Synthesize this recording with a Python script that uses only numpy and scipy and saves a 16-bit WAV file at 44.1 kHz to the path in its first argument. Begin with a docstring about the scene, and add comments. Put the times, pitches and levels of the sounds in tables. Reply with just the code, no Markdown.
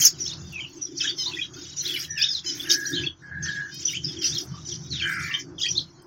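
"""Small birds whistle trilled glides and give nasal calls, close to a nest in an indoor aviary.
Behind them the flock chatters in swooping tones and scratchy breath; straw and feathers rustle, straw snaps.
Further off a larger bird squawks, its flapping throat chopping a hoarse tone into beats.
A low rumble swells and fades in two bands over faint room hiss."""
import sys
import numpy as np
from scipy import signal
from scipy.io import wavfile

SR = 44100
rng = np.random.default_rng(int(sys.argv[2]) if len(sys.argv) > 2 else 0)


def int16_out(signal):
    """Quantize to a 16-bit WAV file."""
    q = np.round(np.clip(np.atleast_2d(signal).T, -1, 1) * 32767)
    wavfile.write(sys.argv[1], SR, q.astype(np.int16))


N = 267246
TIME = np.arange(N) / SR
TOP_HZ = 15800


def undb(db):
    return 10 ** (np.asarray(db) / 20)


def unit(x):
    return x / np.sqrt(np.mean(x ** 2))


def band(x, lo_hz, hi_hz, order=4):
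    sos = signal.butter(order, [lo_hz, min(hi_hz, .49 * SR)], "bandpass", fs=SR, output="sos")
    return signal.sosfilt(sos, x)


def noise(lo_hz, hi_hz, order=4):
    return band(rng.standard_normal(N), lo_hz, hi_hz, order)


def walk(rate_hz):
    """Random values joined by lines; spread near 1."""
    knots = rng.standard_normal(3000)
    return 1.2 * np.interp(TIME * rate_hz, np.arange(len(knots)), knots)


def add(out, start_s, sound):
    i = max(int(start_s * SR), 0)
    out[i:i + len(sound)] += sound[:N - i]


def curve(table):
    """Gain from (s, dB) points."""
    return undb(np.interp(TIME, *np.transpose(table)))


def bursts(starts_s, holds_s, levels_db, rise_db_s, fall_db_s):
    """Gain of events that rise, hold and fall, linear in dB; the loudest counts."""
    db = np.full(N, -120.)
    for start_s, hold_s, top_db in zip(starts_s, holds_s, levels_db):
        before_db = rise_db_s * np.maximum(start_s - TIME, 0)
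        after_db = fall_db_s * np.maximum(TIME - start_s - hold_s, 0)
        db = np.maximum(db, top_db - before_db - after_db)
    return undb(db)


def glide(length_s, start_hz, end_hz, edge):
    """Phase and envelope of a linear sweep; edge is each fade's share of the length."""
    u = np.linspace(0, 1, int(length_s * SR))
    phase = 2 * np.pi * np.cumsum(start_hz + (end_hz - start_hz) * u) / SR
    return phase, np.minimum(np.minimum(u, 1 - u) / edge, 1)


def room(x, t60_s, wet_db):
    """Cage fronts and walls scatter dense, decaying echoes."""
    t = TIME[:int(.4 * SR)]
    tail = rng.standard_normal(len(t)) * np.exp(-np.log(1000) * t / t60_s) * (t > .012)
    return x + undb(wet_db) * signal.fftconvolve(x, tail / np.sqrt(np.sum(tail ** 2)))[:N]


def twitter(centre_hz, spread, length_s, swoop, count):
    """Uneven glides overlap at random around a throat resonance."""
    out = np.zeros(N)
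    for when, stretch, pitch, lift, slope in rng.random((count, 5)):
        hz = centre_hz * np.exp(spread * (pitch + lift - 1))
        phase, swell = glide(length_s * (.5 + stretch), hz, hz * (1 + swoop * (slope - .6)), edge=0.3)
        add(out, when * N / SR, undb(22.0 * stretch * lift) * swell * np.sin(phase))
    return unit(out)


def chatter(gain, lo_hz, hi_hz, centre_hz, rasp_db, count):
    """Loud calls swoop fast, far ones blur into longer tones; patchy breath scratches over both."""
    swoops = twitter(centre_hz, spread=0.22, length_s=0.01458, swoop=0.387, count=count)
    blur = twitter(centre_hz, spread=0.43, length_s=0.059, swoop=.03, count=count // 3)
    edges_hz = np.geomspace(lo_hz, hi_hz, num=5)
    rasp = 0
    for lo, hi in zip(edges_hz, edges_hz[1:]):
        octaves_off = abs(np.log2(lo * hi / centre_hz ** 2)) / 2
        rasp += undb(6.1 * walk(25) + 2.9 * walk(300) - 30 * octaves_off) * noise(lo, hi, order=2)
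    close = gain / (gain + undb(-54.0))
    voices = np.sqrt(close) * swoops + np.sqrt(1 - close) * blur + undb(rasp_db) * unit(rasp)
    return gain * unit(band(voices, lo_hz, hi_hz, order=6))


# Bouts of chatter. Each row: start in seconds, hold in seconds, upper voices in dB, lower voices in dB.
FLOCK_BOUTS = [(0, 0.071, -13, -27.5), (0.188, 0.15, -42.5, -50.5), (0.98, 0.013, -33.5, -67),
               (1.004, 0.11, -39, -35), (1.18, .085, -36, -51.5), (1.26, .2, -46.5, -45),
               (1.541, 0.2, -44, -52), (1.77, .05, -35, -50), (1.837, 0.21, -39.5, -35.5),
               (2.185, 0.088, -40, -37), (2.269, 0.12, -39, -52.5), (2.447, .11, -38, -40),
               (2.562, .134, -46, -38.5), (2.702, 0.038, -15.5, -29), (2.804, 0.16, -41.5, -56.5),
               (2.948, 0.12, -47, -39), (3.428, 0.14, -44, -50), (3.792, 0.14, -37.5, -48.5),
               (3.88, 0.093, -42, -44), (4.037, .18, -47.5, -47.5), (4.222, .055, -25, -35),
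               (4.269, 0.14, -34, -42.5), (4.682, 0.074, -37.5, -51), (4.933, 0.11, -45.5, -38.5),
               (5.076, 0.34, -47.5, -66.5), (5.325, 0.033, -43, -36.5), (5.599, .134, -37.5, -53.5),
               (5.748, 0.068, -43.5, -68)]
# Far flock between bouts. Each row: time in seconds, level in dB.
FAR_FLOCK_LEVEL = [(0, -51.5), (0.7, -49), (1.5, -57.5), (2.3, -50), (3.08, -65), (3.14, -68.5),
                   (3.6, -52.5), (4.1, -53.5), (4.85, -49.5), (5.4, -44), (5.47, -61.5), (5.85, -54.5),
                   (6.06, -67.5)]


def flock():
    """Upper and lower voices with a chesty body. Returns the sound and the gain of its treble breath."""
    starts_s, holds_s, upper_db, lower_db = np.transpose(FLOCK_BOUTS)
    slopes = dict(rise_db_s=1610, fall_db_s=905)
    far = curve(FAR_FLOCK_LEVEL) * undb(2.0 * walk(9))
    upper = far + bursts(starts_s, holds_s, upper_db, **slopes)
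    lower = far * undb(-5.5) + bursts(starts_s, holds_s, lower_db, **slopes)
    voices = chatter(upper, lo_hz=4044, hi_hz=7067, centre_hz=5500, rasp_db=-0.5, count=1500)
    voices += chatter(lower, lo_hz=2400, hi_hz=5050, centre_hz=3300, rasp_db=-11.0, count=800)
    body = undb(-11.5) * lower * unit(noise(1404, 2510))
    return voices + body, undb(-25) * upper


# Straw and feather rustles. Each row: start in seconds, hold in seconds, level in dB.
NEST_RUSTLES = [(0, 0.077, -29), (1.216, 0.21, -64.5), (1.828, 0.23, -44), (2.181, 0.057, -50),
                (2.555, 0.38, -47.5), (3.892, 0.04, -48), (4.235, 0.052, -44), (4.284, 0.17, -50),
                (5.057, 0.23, -52)]
# Straw snaps. Each row: time in seconds, peak in dB.
STRAW_SNAPS = [(.299, -66), (.493, -63), (.525, -47), (3.744, -42), (6.021, -49)]


def straw_and_breath(breath_gain, snap_t60_s):
    """Rustles, snaps and the flock's breath share a treble noise whose bands flicker separately."""
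    gain = breath_gain + bursts(*np.transpose(NEST_RUSTLES), rise_db_s=1800, fall_db_s=807.5)
    for start_s, db in STRAW_SNAPS:
        gain += undb(db - 60 * np.maximum(TIME - start_s, 0) / snap_t60_s) * (TIME > start_s)
    bands = [(7350, 9000, -2.5), (8880, 10800, -5), (10300, 13400, -1.5), (13560, 45000, 7.5)]
    fizz = sum(undb(db + 5.1 * walk(18) + 4.7 * walk(150)) * unit(noise(lo_hz, hi_hz))
               for lo_hz, hi_hz, db in bands)
    return gain * unit(fizz)


# Rumble resonances, per band. Each row: centre in Hz, width in Hz, relative level in dB.
DEEP_RESONANCES = [(83.7, 11, -4.5), (144.5, 51, 3)]
UPPER_RESONANCES = [(283.6, 32, -2.5), (342, 46, 1.5)]
# Rumble swells, per band. Each row: time in seconds, level in dB.
DEEP_SWELLS = [(0.0, -16), (0.03, -57.5), (0.44, -40), (0.74, -58.5), (1.03, -48), (2.85, -51), (3.0, -30),
               (3.17, -56), (3.43, -34), (3.66, -48.5), (4.19, -41), (4.22, -61), (4.35, -34), (4.4, -56),
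               (4.52, -32), (4.57, -42.5), (5.13, -39), (5.67, -51.5), (5.74, -38.5), (6.06, -61)]
UPPER_SWELLS = [(0.0, -44), (0.57, -58), (0.76, -41.5), (1.64, -45.5), (1.69, -65), (1.94, -38),
                (1.99, -56.5), (2.43, -62), (2.46, -43), (2.75, -39.5), (2.88, -52.5), (2.94, -39.5),
                (3.09, -45.5), (3.12, -60), (4.42, -41), (4.51, -60), (4.67, -48), (5.4, -51),
                (5.43, -45.5), (6.06, -53.5)]


def rumble(resonances, swells, flicker_db):
    """Noise rings in low resonances, unsteady in level."""
    rings = sum(undb(db) * unit(noise(hz - width_hz / 2, hz + width_hz / 2, order=2))
                for hz, width_hz, db in resonances)
    return curve(swells) * unit(rings * undb(flicker_db * walk(14)))


# Hiss spectrum. Each row: frequency in Hz, half-octave level in dB.
HISS_SPECTRUM = [(40, -74.5), (500, -70.5), (1400, -65), (2500, -87)]


def hiss():
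    """Room hiss in half-octave bands that swell together and flicker separately."""
    out, swell_db = 0, 2.75 * walk(8.5)
    spectrum_hz, spectrum_db = np.transpose(HISS_SPECTRUM)
    for hz in 30 * 2 ** np.arange(0, 7, .5):
        db = np.interp(np.log(hz), np.log(spectrum_hz), spectrum_db) + swell_db + 2.5 * walk(16)
        out += undb(db) * unit(noise(hz / 2 ** .25, hz * 2 ** .25, order=2))
    return out


# Whistles. Each row: start in seconds, length in seconds, start and end pitch in Hz, level in dB.
WHISTLE_NOTES = [(0.2, 0.073, 6040, 5130, -30.5), (0.264, 0.027, 3190, 4640, -35),
                 (0.295, 0.013, 3870, 3340, -37.5), (0.315, 0.024, 3360, 4550, -36.5),
                 (0.524, 0.081, 2820, 2290, -37), (0.602, 0.055, 3190, 2710, -39.3),
                 (0.815, 0.045, 5950, 5630, -32.5), (0.977, 0.012, 6700, 4280, -30.5),
                 (1.002, 0.0075, 3680, 3440, -34), (1.006, 0.028, 2726, 2540, -36.5),
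                 (1.009, 0.011, 5430, 4920, -26), (1.036, 0.0084, 3760, 3470, -33.5),
                 (1.043, 0.016, 1520, 1767, -34), (1.072, 0.041, 3100, 3630, -32),
                 (1.093, 0.018, 4700, 4570, -32), (1.228, 0.014, 4260, 3570, -38.5),
                 (1.252, 0.037, 3380, 4570, -30), (1.26, 0.078, 986, 1012, -49.5),
                 (1.317, 0.022, 2734, 2565, -35.5), (1.339, 0.011, 3300, 3520, -30.5),
                 (1.371, 0.011, 2000, 1890, -33), (1.389, 0.01, 2470, 2485, -27.5),
                 (1.413, 0.028, 3395, 3094, -27), (1.567, 0.036, 1433, 1430, -52),
                 (1.616, 0.0077, 5170, 5100, -36.5), (1.785, 0.019, 5630, 6070, -26.5),
                 (1.81, 0.009, 4330, 3830, -31.5), (1.854, 0.025, 3320, 4670, -29.5),
                 (1.886, 0.019, 3470, 3360, -31), (1.942, 0.0096, 3070, 2950, -28.5),
                 (1.963, 0.016, 2450, 2024, -31), (2.09, 0.076, 5980, 5640, -36),
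                 (2.16, 0.044, 2970, 2320, -33.5), (2.172, 0.056, 5510, 4270, -33),
                 (2.206, 0.011, 3420, 3580, -30.5), (2.211, 0.028, 2430, 2650, -36),
                 (2.222, 0.012, 4900, 5750, -20), (2.224, 0.0096, 5150, 6360, -28),
                 (2.225, 0.025, 2723, 3990, -26.5), (2.288, 0.013, 3650, 3510, -29),
                 (2.287, 0.045, 5460, 4755, -29.5), (2.331, 0.065, 4470, 3270, -32),
                 (2.857, 0.023, 3830, 6430, -34.5), (2.865, 0.02, 5830, 5750, -26.5),
                 (2.927, 0.039, 3400, 4420, -32), (2.966, 0.025, 3240, 3040, -28),
                 (2.967, 0.036, 3420, 3560, -33.5), (3.038, 0.011, 2560, 2770, -29.5),
                 (3.066, 0.019, 3580, 3030, -25.5), (3.429, 0.022, 6520, 5970, -34),
                 (3.451, 0.019, 5260, 6240, -31.5), (3.455, 0.025, 2800, 5000, -40.5),
                 (3.486, 0.0075, 3310, 3060, -31.5), (3.854, 0.033, 6030, 5800, -24.5),
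                 (3.875, 0.026, 3720, 2570, -34), (3.933, 0.036, 2055, 3140, -36),
                 (3.954, 0.0374, 2924, 3170, -34), (4.04, 0.067, 5510, 5020, -36),
                 (4.048, 0.0076, 5150, 4840, -24.5), (4.215, 0.069, 3096, 3153, -37),
                 (4.235, 0.016, 2860, 2710, -33), (4.243, 0.011, 5600, 5950, -22.5),
                 (4.323, 0.038, 3360, 4350, -32), (4.354, 0.027, 4240, 2880, -35),
                 (4.383, 0.0054, 6130, 4800, -24), (4.538, 0.059, 1170, 1200, -51.5),
                 (4.652, 0.023, 6000, 5900, -39.5), (4.687, 0.034, 5640, 5310, -44),
                 (4.718, 0.016, 3600, 2940, -38), (4.725, 0.0055, 5740, 5850, -33),
                 (4.906, 0.074, 4510, 3020, -34.5), (5, 0.022, 2860, 2160, -31.5),
                 (5.023, 0.034, 3153, 2985, -26.5), (5.28, 0.051, 1945, 1753, -39),
                 (5.292, 0.1, 1163, 1146, -50), (5.311, 0.013, 2740, 2670, -32),
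                 (5.342, 0.011, 3110, 3115, -21.5), (5.584, 0.016, 3350, 2920, -32),
                 (5.586, 0.028, 6100, 5740, -38.5), (5.605, 0.018, 2460, 4100, -28.5),
                 (5.607, 0.029, 5400, 4750, -36.5), (5.629, 0.073, 3290, 3190, -30.5),
                 (5.643, 0.018, 1930, 1920, -41), (5.655, 0.052, 4270, 5500, -34.5),
                 (5.664, 0.014, 2265, 3320, -29.5), (5.688, 0.029, 5870, 5820, -25),
                 (5.753, 0.042, 3330, 4590, -33), (5.776, 0.017, 4590, 3200, -28)]
# Whistle overtones. Each entry: multiple of the pitch, relative level in dB.
OVERTONE_DB = {2: -42, 3: -48}


def whistles(trill_hz, trill_depth, tremble_db, wobble_rad):
    """The throat chops glides into beads; breath pressure makes level and phase tremble."""
    out = np.zeros(N)
    tremble = undb(tremble_db * walk(110))
    drift_rad = wobble_rad * walk(320)
    trill = 1 + trill_depth * np.sin(2 * np.pi * np.cumsum(trill_hz * (1 + .2 * walk(30))) / SR)
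    for start_s, length_s, start_hz, end_hz, db in WHISTLE_NOTES:
        phase, swell = glide(length_s + 0.00587, start_hz, end_hz, edge=0.13)
        phase += drift_rad[int(start_s * SR):][:len(phase)]
        tone = np.sin(phase) + sum(undb(OVERTONE_DB[k]) * np.sin(k * phase) for k in (2, 3))
        add(out, start_s - .003, np.sqrt(2) * undb(db) * swell * tone)
    return out * tremble * trill


# Nasal calls. Each row: start and length in seconds, start, middle and end pitch in Hz, level in dB.
NASAL_CALLS = [(1.177, 0.059, 1076, 1029, 1012, -27.5), (2.454, 0.066, 1022, 1022, 980, -28),
               (3.7, 0.15, 598, 632, 621, -40), (4.113, 0.035, 520, 522, 503, -40.5)]
# Throat and beak response. Each row: frequency in Hz, relative gain in dB.
TRACT_RESPONSE = [(1400, -28), (2100, -15.5), (3100, 0.5), (4100, -3.5), (5200, 9), (6200, -1.5),
                  (7600, -38), (11000, -34.5)]


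def nasal_calls():
    """Clean harmonics of a bending pitch, coloured by throat and beak."""
    out = np.zeros(N)
    tract_hz, tract_db = np.transpose(TRACT_RESPONSE)
    harmonic = np.arange(1, 19)[:, None]
    for start_s, length_s, *pitch_hz, db in NASAL_CALLS:
        u = np.linspace(0, 1, int(length_s * SR))
        hz = harmonic * np.polyval(np.polyfit([0, .5, 1], pitch_hz, 2), u)
        colour = (hz < TOP_HZ) * undb(np.interp(np.log(hz), np.log(tract_hz), tract_db))
        phase = 2 * np.pi * np.cumsum(hz, axis=1) / SR + harmonic ** 2
        stack = np.sum(colour * np.sin(phase), axis=0)
        add(out, start_s, undb(db) * signal.windows.tukey(len(u), .5) * unit(stack))
    return out


# Squawk contours, one list a call. Each row: time in seconds, pitch in Hz, level in dB.
SQUAWK_CONTOURS = [
    [(2.06, 1850, -50), (2.2, 1760, -43.5), (2.32, 1610, -55.5)],
    [(2.63, 1653, -40), (2.94, 1692, -38), (3.11, 1593, -60)],
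    [(3.2, 1620, -53), (3.27, 1643, -42.5), (3.56, 1705, -37.5), (3.74, 1602, -55)],
    [(5.0, 1622, -41), (5.06, 1605, -27), (5.3, 1359, -49.5)],
]
# Side tones. Each row: ratio to the pitch, relative level in dB.
SIDE_TONES = [(1.272, -20.5)]


def squawks(beat_hz, beat_depth, hoarse_rad, attack_s):
    """A hoarse tone and side tone, chopped into beats by an unevenly flapping throat."""
    out = np.zeros(N)
    beat = 1 + beat_depth * np.sin(2 * np.pi * np.cumsum(beat_hz * (1 + 0.1187 * walk(25))) / SR)
    for contour in SQUAWK_CONTOURS:
        times_s, hz, db = np.transpose(contour)
        t = np.arange(times_s[0], times_s[-1], 1 / SR)
        phase = 2 * np.pi * np.cumsum(np.interp(t, times_s, hz)) / SR
        tones = 0
        for ratio, tone_db in [(0.99, 0.025)] + SIDE_TONES:
            gain = undb(tone_db + 3.16 * walk(29.8)[:len(t)])
            tones += gain * np.sin(ratio * phase + hoarse_rad * walk(180)[:len(t)])
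        attack = np.minimum((t - times_s[0]) / attack_s, 1)
        add(out, times_s[0], undb(np.interp(t, times_s, db)) * attack * tones)
    # second, broader throat ring above the last call
    ring = noise(1680, 2390) * np.interp(TIME, [5.0, 5.06, 5.3, 5.43], [0, 1, 1, 0])
    return room((out + undb(-24) * ring) * beat, t60_s=0.048, wet_db=2.0)


def scene():
    """Near calls share the room; rumble, flock, squawks and hiss lie behind."""
    near = whistles(trill_hz=104.7, trill_depth=0.34, tremble_db=4.0, wobble_rad=0.81) + nasal_calls()
    mix = room(near, t60_s=0.12, wet_db=-8.0)
    mix += rumble(DEEP_RESONANCES, DEEP_SWELLS, flicker_db=2.0)
    mix += rumble(UPPER_RESONANCES, UPPER_SWELLS, flicker_db=3.5)
    voices, breath_gain = flock()
    mix += straw_and_breath(breath_gain, snap_t60_s=0.077)
    mix += room(voices, t60_s=0.098, wet_db=-12.5)
    mix += squawks(beat_hz=77.93, beat_depth=0.29, hoarse_rad=1.6, attack_s=0.024)
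    mix += hiss()
    return mix[None]


def record(dry):
    """The phone cuts the treble above TOP_HZ."""
    return signal.sosfilt(signal.ellip(10, .2, 80, TOP_HZ, fs=SR, output="sos"), dry)


dry = scene()
out = record(dry)
int16_out(out)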